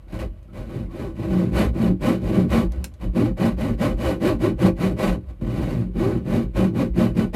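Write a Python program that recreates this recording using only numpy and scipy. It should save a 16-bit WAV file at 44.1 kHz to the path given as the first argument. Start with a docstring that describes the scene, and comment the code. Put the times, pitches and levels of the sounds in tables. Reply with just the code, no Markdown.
"""A low hull hum over a faint noise floor, then a hand saw working to and fro through a cabin's wooden bulkhead.
The hum is a wandering sine that jolts of the arm swell. Passing teeth knock the wood at a rate that follows
the blade's speed and ring the panel's modes; torn fibres rasp and the blade hisses, both as shaped noise.
Friction dips as the blade sticks and leaps as it lets go; small contacts tick and some turns of the blade squeal."""
import sys
import numpy as np
from scipy import signal
from scipy.fft import rfft, irfft
from scipy.io import wavfile
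from scipy.ndimage import uniform_filter1d

SR = 44100
rng = np.random.default_rng(int(sys.argv[2]) if len(sys.argv) > 2 else 0)


def unload_wav(signal):
    """Save mono or channel-first audio to the path in sys.argv[1] as 16-bit WAV at rate SR, clipped to [-1, 1]."""
    wavfile.write(
        sys.argv[1],
        SR,
        np.round(np.clip(np.atleast_2d(signal).T, -1, 1) * 32767).astype(np.int16),
    )


def natural_amplitude(level_db):
    """Convert a level in decibels to a linear amplitude factor, elementwise."""
    exponent = np.asarray(level_db, float) / 20
    return 10 ** exponent


N = 324135

# The saw strokes. Each row: start in seconds, hardest point in seconds, end in seconds, top tooth rate in Hz
# before wobble, rasp level in dB, tooth knock level in dB; both levels before the fades at the turns.
STROKE_TABLE = [(0.063, 0.225, 0.3, 109.6, -35.0, -27.5), (0.493, 0.583, 0.74, 124.9, -43.5, -33.5),
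                (0.627, 0.756, 0.91, 124.9, -43.5, -29), (0.876, 1.041, 1.17, 399.9, -41, -28),
                (1.129, 1.371, 1.567, 189.8, -37.5, -20), (1.506, 1.607, 1.718, 219.7, -22.5, -13),
                (1.713, 1.87, 1.958, 225.0, -32, -13.5), (1.994, 2.029, 2.214, 259.7, -25, -13),
                (2.183, 2.397, 2.505, 210.8, -33.5, -15.5), (2.466, 2.552, 2.686, 239.3, -24.5, -14),
                (2.674, 2.724, 2.93, 89.8, -49, -35), (2.986, 3.011, 3.11, 109.6, -32, -20),
                (3.125, 3.17, 3.345, 301.2, -29.5, -13), (3.354, 3.428, 3.562, 229.8, -26.3, -14.9),
                (3.559, 3.581, 3.776, 261.0, -29, -15), (3.766, 3.813, 3.97, 279.9, -25.5, -15),
                (3.956, 4.104, 4.194, 340.0, -27.5, -18), (4.189, 4.264, 4.381, 359.0, -22.5, -10.5),
                (4.38, 4.437, 4.548, 387.5, -24.5, -10.5), (4.571, 4.655, 4.735, 200.1, -20.5, -10.5),
                (4.746, 4.845, 4.97, 188.8, -28.9, -16.5), (4.95, 5.028, 5.19, 211.1, -25.5, -17.1),
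                (5.272, 5.306, 5.326, 90.1, -23, -23), (5.381, 5.67, 5.91, 159.9, -38, -20.5),
                (5.927, 6.011, 6.247, 394.0, -35, -17.5), (6.228, 6.368, 6.49, 238.5, -32.5, -16),
                (6.53, 6.564, 6.725, 194.7, -26.5, -10), (6.723, 6.827, 6.905, 261.0, -28.5, -13.5),
                (6.935, 7.007, 7.134, 240.1, -26, -12.5), (7.13, 7.19, 7.306, 230.3, -28.5, -11.7),
                (7.326, 7.359, 7.492, 240.6, -14, -5.5)]


def rms_one(x):
    """Scale to unit rms."""
    return x / np.sqrt(np.mean(x ** 2) + 1e-20)


def drift(rate_hz):
    """Slow random movement, spread 1: white noise through two equal one-pole lowpasses."""
    r = np.exp(-2 * np.pi * rate_hz / SR)
    settled = signal.lfilter([1], [1, -2 * r, r * r], rng.standard_normal(N + SR))[SR:]
    return rms_one(settled)


def coloured(x, spectrum):
    """Shape a noise with a spectrum drawn in dB over log frequency; rms 1."""
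    hz, db = np.transpose(spectrum)
    grid_hz = np.maximum(np.arange(N // 2 + 1) * SR / N, 1)
    gain_db = np.interp(np.log(grid_hz), np.log(hz), db, left=-90, right=-90)
    return rms_one(irfft(rfft(x) * natural_amplitude(gain_db), N))


def resonance(x, hz, width_hz):
    """Two-pole resonance, gain 1 on top."""
    r = np.exp(-np.pi * width_hz / SR)
    feedback = [1, -2 * r * np.cos(2 * np.pi * hz / SR), r * r]
    return signal.lfilter(np.array([1, 0, -1]) * (1 - r * r) / 2, feedback, x)


def background():
    """A faint steady noise floor, heaviest in the bass."""
    # Spectrum of the floor. Each row: frequency in Hz, relative density in dB per Hz.
    floor_spectrum = [(47, -26), (80, 9), (409, -34), (477, -34), (2980, -41), (5640, -57), (12200, -50),
                      (15600, -67)]
    floor_db = -45
    return natural_amplitude(floor_db) * coloured(rng.standard_normal(N), floor_spectrum)


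def boom(boom_hz=50.6, hum_db=-41.5, wander=0.2, lumpy_db=3.0):
    """The hull hums low all the time, its pitch wandering and its level uneven; each jolt swells it."""
    # The arm's jolts, which shake the hull. Each row: time of the peak in seconds, swell in dB before lumpiness.
    jolts = [(.15, -33.5), (.26, -28.5), (.62, -33), (.84, -29.5), (1.08, -33), (1.31, -31), (1.56, -20.5),
             (1.69, -21), (1.88, -29), (2.03, -29), (2.27, -27), (2.52, -24), (2.67, -23.5), (2.77, -26.5),
             (3.07, -20.5), (3.32, -26.5), (3.57, -23.5), (3.73, -23.5), (3.93, -22), (4.05, -26),
             (4.36, -24), (4.55, -33), (4.74, -29), (4.9, -28), (5.09, -23), (5.29, -29.5), (5.45, -27.5),
             (5.6, -25), (5.72, -32), (5.87, -27), (5.98, -26), (6.16, -33), (6.32, -29), (6.47, -25),
             (6.59, -25), (6.9, -25.5), (7.11, -28), (7.28, -28)]
    rise_s, fall_s = 0.037, 0.049
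    t = np.arange(0, N + 64, 64) / SR
    s, db = np.transpose(jolts)[:, :, None]
    swells = natural_amplitude(db) * np.exp(-((t - s) / np.where(t < s, rise_s, fall_s)) ** 2)
    level = np.interp(np.arange(N) / SR, t, natural_amplitude(hum_db) + swells.sum(axis=0))
    phase = 2 * np.pi * np.cumsum(boom_hz * (1 + wander * drift(8.98))) / SR
    return level * natural_amplitude(lumpy_db * drift(28)) * np.sqrt(2) * np.sin(phase)


def panel(force):
    """The bulkhead answers a force with all its modes, in alternating polarity."""
    # Modes of the wood. Each row: frequency in Hz, bandwidth in Hz, gain in dB.
    modes = [(68.6, 31, -13.5), (102.3, 19.5, -2.5), (120, 19.4, -1), (182.2, 9.4, 1), (229.2, 13.8, -2.5),
             (290, 15.3, -6.5), (331.4, 13.1, -3), (389, 23.5, -7.5), (412.2, 24, -14), (491, 24, -17.5),
             (525.7, 12.6, -14.5), (621.5, 13.7, -19), (680, 32, -40.5), (781, 22, -21), (852.8, 12, -25),
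             (1048, 26, -23.5), (1142, 26, -23.5), (1266, 41, -26), (1482, 38, -24.5), (1723, 57, -28.5),
             (1883, 38, -32), (2240, 60, -52), (2437, 76, -26.5), (2972, 90, -26), (3743, 68, -29.5),
             (4064, 130, -32), (4640, 160, -34)]
    ringing = 0
    for k, (hz, width_hz, db) in enumerate(modes):
        ringing = ringing + (-1) ** k * natural_amplitude(db) * resonance(force, hz, width_hz)
    return ringing


def stroke_motion(roundness=.6, creep_hz=35):
    """The arm speeds the blade up and slows it down in every stroke: tooth rate in Hz and knock sharpness."""
    fastest_at = .45   # share of the stroke gone when the blade is fastest
    sharpness_at_250_hz, sharper_per_hz = 0.36, 0.0031   # faster teeth knock sharper
    t, rate = np.arange(N) / SR, np.full(N, float(creep_hz))
    for start, _, end, top_hz, *_ in STROKE_TABLE:
        fastest = start + fastest_at * (end - start)
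        turn = np.interp(t, [start, fastest, end], [0, np.pi / 2, np.pi])
        rate = np.maximum(rate, top_hz * np.abs(np.sin(turn)) ** roundness)
    return rate, np.clip(sharpness_at_250_hz + sharper_per_hz * (rate - 250), 0, 1)


def stroke_levels():
    """Every stroke fades in after the turn, leans to its hardest point and fades out: rasp and knock in dB."""
    turn_db, attack_s, release_s = 31, 0.024, 0.043   # fade at each turn of the blade, and its time constants
    lean_db, lean_power = 10, 1.29   # pressure lost from the hardest point to either end
    knock_follows = 0.62   # share of the stroke's swing in dB that the knocks take
    rest_rasp_db, rest_knock_db = -65, -53.5   # the blade still rubs faintly between strokes
    step = 64
    t = np.arange(0, N + step, step) / SR
    start, hardest, end, _, rasp_db, knock_db = np.transpose(STROKE_TABLE)[:, :, None]
    away_before = (hardest - t) / (hardest - start)
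    away_after = (t - hardest) / np.maximum(end - hardest, .01)
    away = np.where(t < hardest, away_before, away_after)
    fade_in = np.exp(np.minimum((start - t) / attack_s, 3))
    fade_out = np.exp(np.minimum((t - end) / release_s, 3))
    shape_db = -turn_db * (fade_in + fade_out) - lean_db * away ** lean_power
    rasp_power = np.sum(natural_amplitude(rasp_db + shape_db) ** 2, axis=0) + natural_amplitude(rest_rasp_db) ** 2
    knock_power = np.sum(natural_amplitude(knock_db + knock_follows * shape_db) ** 2, axis=0) + natural_amplitude(rest_knock_db) ** 2
    return [np.interp(np.arange(N) / SR, t, 10 * np.log10(p)) for p in (rasp_power, knock_power)]


def slips():
    """Gain in dB: friction falls quiet while the blade sticks and jumps up as it lets go."""
    # Moments when the blade breaks free. Each row: time in seconds, scale of the dip and jump in dB.
    releases = [(0.123, 9.5), (.19, 9.5), (.53, 5), (1.321, 2), (2.502, 5), (3.01, 2), (3.368, 7),
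                (3.787, 1), (4.415, 0), (5.411, 9), (6.547, 1), (7.329, 10)]
    stick_s, settle_s, overshoot = .028, .018, .35
    t, db = np.arange(N) / SR, np.zeros(N)
    for s, jump_db in releases:
        before = -np.exp(-np.abs(t - s) / stick_s)
        after = overshoot * np.exp(-np.abs(t - s) / settle_s)
        db += jump_db * np.where(t < s, before, after)
    return uniform_filter1d(db, size=130)    # letting go takes a few milliseconds


def teeth(wobble=.05, uneven_db=4.5, judder_db=2.0, grind=0.77, blunt_hz=350, sharp_hz=1000):
    """One knock per passing tooth, uneven in size and spacing, over a grinding force; returns force and bite."""
    rate, sharpness = stroke_motion()
    passed = np.cumsum(rate * (1 + wobble * drift(40))) / SR
    knocks = np.diff(np.floor(passed), prepend=0) * natural_amplitude(uneven_db * rng.standard_normal(N))
    knocks *= np.sqrt(SR / rate)     # the same power at every speed
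    force = (knocks + grind * rng.standard_normal(N)) * natural_amplitude(judder_db * drift(35.5))
    blunt = signal.sosfilt(signal.butter(2, blunt_hz, fs=SR, output="sos"), force)
    sharp = signal.sosfilt(signal.butter(2, sharp_hz, fs=SR, output="sos"), force)
    bite = np.cos(2 * np.pi * passed)
    return blunt + sharpness * (sharp - blunt), bite


def saw(bite_db=2.0, flutter_db=1.0, burst_db=0.87, tilt_hz=900, slip_share=0.95, hiss_db=-15.5):
    """Tooth knocks and torn fibres drive the panel; the blade's flanks hiss. Returns knock and friction."""
    # Colour of the torn fibres. Each row: frequency in Hz, relative density in dB per Hz.
    rasp_spectrum = [(260, -52), (450, 0), (616, -1), (908, -10.5), (1080, -9.5), (1370, -21),
                     (2140, -13.5), (5500, -40), (7150, -46), (12100, -120)]
    # Colour of the blade in the kerf. Each row: frequency in Hz, relative density in dB per Hz.
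    hiss_spectrum = [(2650, -5), (4500, -3), (5830, -8.5), (8220, -7.5), (8840, -9), (9550, -8),
                     (11600, -9.5), (12600, -8.5), (15600, -19)]
    rasp_db, knock_db = stroke_levels()
    slip_db = slips()
    force, bite = teeth()
    knock = panel(force * natural_amplitude(knock_db + slip_share * slip_db)) / np.std(panel(force))
    # fibres tear hardest as a tooth bites, and in uneven bursts
    pulse_db = bite_db * bite + flutter_db * drift(23) + burst_db * drift(82)
    friction_gain = natural_amplitude(rasp_db + slip_db + pulse_db)
    highpass = signal.butter(4, 480, "high", fs=SR, output="sos")
    tearing = signal.sosfilt(highpass, rng.standard_normal(N))
    tearing = signal.lfilter([1], [1, -np.exp(-2 * np.pi * tilt_hz / SR)], tearing)
    rung = panel(tearing * friction_gain) / np.std(panel(tearing))
    rasp = coloured(rng.standard_normal(N), rasp_spectrum) * friction_gain
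    hiss = coloured(rng.standard_normal(N), hiss_spectrum) * friction_gain * natural_amplitude(hiss_db)
    return knock, rung + rasp + hiss


def snaps(body_db=12.0):
    """Small contacts: bursts of noise in a band, dying away, with the panel's answer to them."""
    # The contacts. Each row: start in seconds, peak of the bare burst in dB, centre in Hz, width in octaves,
    # decay to 1/e in seconds.
    contacts = [(0.4286, -56, 2990, 3.5, 0.0038), (2.72, -39, 3019, 3.34, 0.0044),
                (2.8423, -21, 2999, 3.9, 0.003), (2.939, -48, 3000, 3.1, 0.0039),
                (5.2885, -56, 3007, 4.7, 0.004)]
    ticks, size = np.zeros(N), round(.1 * SR)
    for s, db, hz, octaves, decay_s in contacts:
        edges = [hz * 2 ** (-octaves / 2), min(hz * 2 ** (octaves / 2), .45 * SR)]
        burst = rng.standard_normal(size) * np.exp(-np.arange(size) / (decay_s * SR))
        burst = signal.sosfilt(signal.butter(2, edges, "band", fs=SR, output="sos"), burst)
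        ticks[round(s * SR):round(s * SR) + size] += natural_amplitude(db) * burst / np.abs(burst).max()
    return ticks + natural_amplitude(body_db) * panel(ticks)


def squeals(width_hz=200):
    """The blade squeals as it turns: noise twice through a resonance, swelling and fading."""
    # The squeals. Each row: start in seconds, end in seconds, pitch in Hz, rms level at the top of the swell in dB.
    squeal_rows = [(.47, .54, 1300, -65), (.82, .97, 2150, -66), (.88, .95, 1100, -57)]
    t, out = np.arange(N) / SR, np.zeros(N)
    for start, end, hz, db in squeal_rows:
        tone = resonance(resonance(rng.standard_normal(N), hz, width_hz), hz, width_hz)
        swell = np.sin(np.interp(t, [start, end], [0, np.pi]))
        out += natural_amplitude(db) * rms_one(tone) * swell
    return out


def cabin(x, t60_s=0.1, reflections_db=-6.5, wall_cut_hz=11000):
    """Dense close reflections that die fast: a decaying noise tail, dulled by the walls, added to the source."""
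    t = np.arange(round(.3 * SR)) / SR
    tail = rng.standard_normal(len(t)) * natural_amplitude(-60 * t / t60_s) * (t > .002)
    tail = signal.lfilter([1], [1, -np.exp(-2 * np.pi * wall_cut_hz / SR)], tail)
    tail = tail / np.sqrt(np.sum(tail ** 2))
    return x + natural_amplitude(reflections_db) * signal.fftconvolve(x, tail)[:N]


def scene():
    """Noise floor, hull and tooth knocks stay dry; friction, contacts and squeals get the cabin's reflections."""
    floor = background()
    hull = boom()
    knock, friction = saw()
    in_cabin = cabin(friction + snaps() + squeals())
    return (floor + hull + knock + in_cabin)[None]


def low_pass(x):
    """Removes everything above the highest recorded frequency."""
    return signal.sosfilt(signal.butter(12, 15710, fs=SR, output="sos"), x)


def record(dry):
    """The microphone loses the deepest bass, and peaks are rounded off."""
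    low_cut_hz, top = 42, .65   # top: the amplitude that peaks approach
    mix = signal.sosfilt(signal.butter(3, low_cut_hz, "high", fs=SR, output="sos"), dry)
    mix = top * np.tanh(mix / top)
    return low_pass(mix)


dry = scene()
out = record(dry)
unload_wav(out)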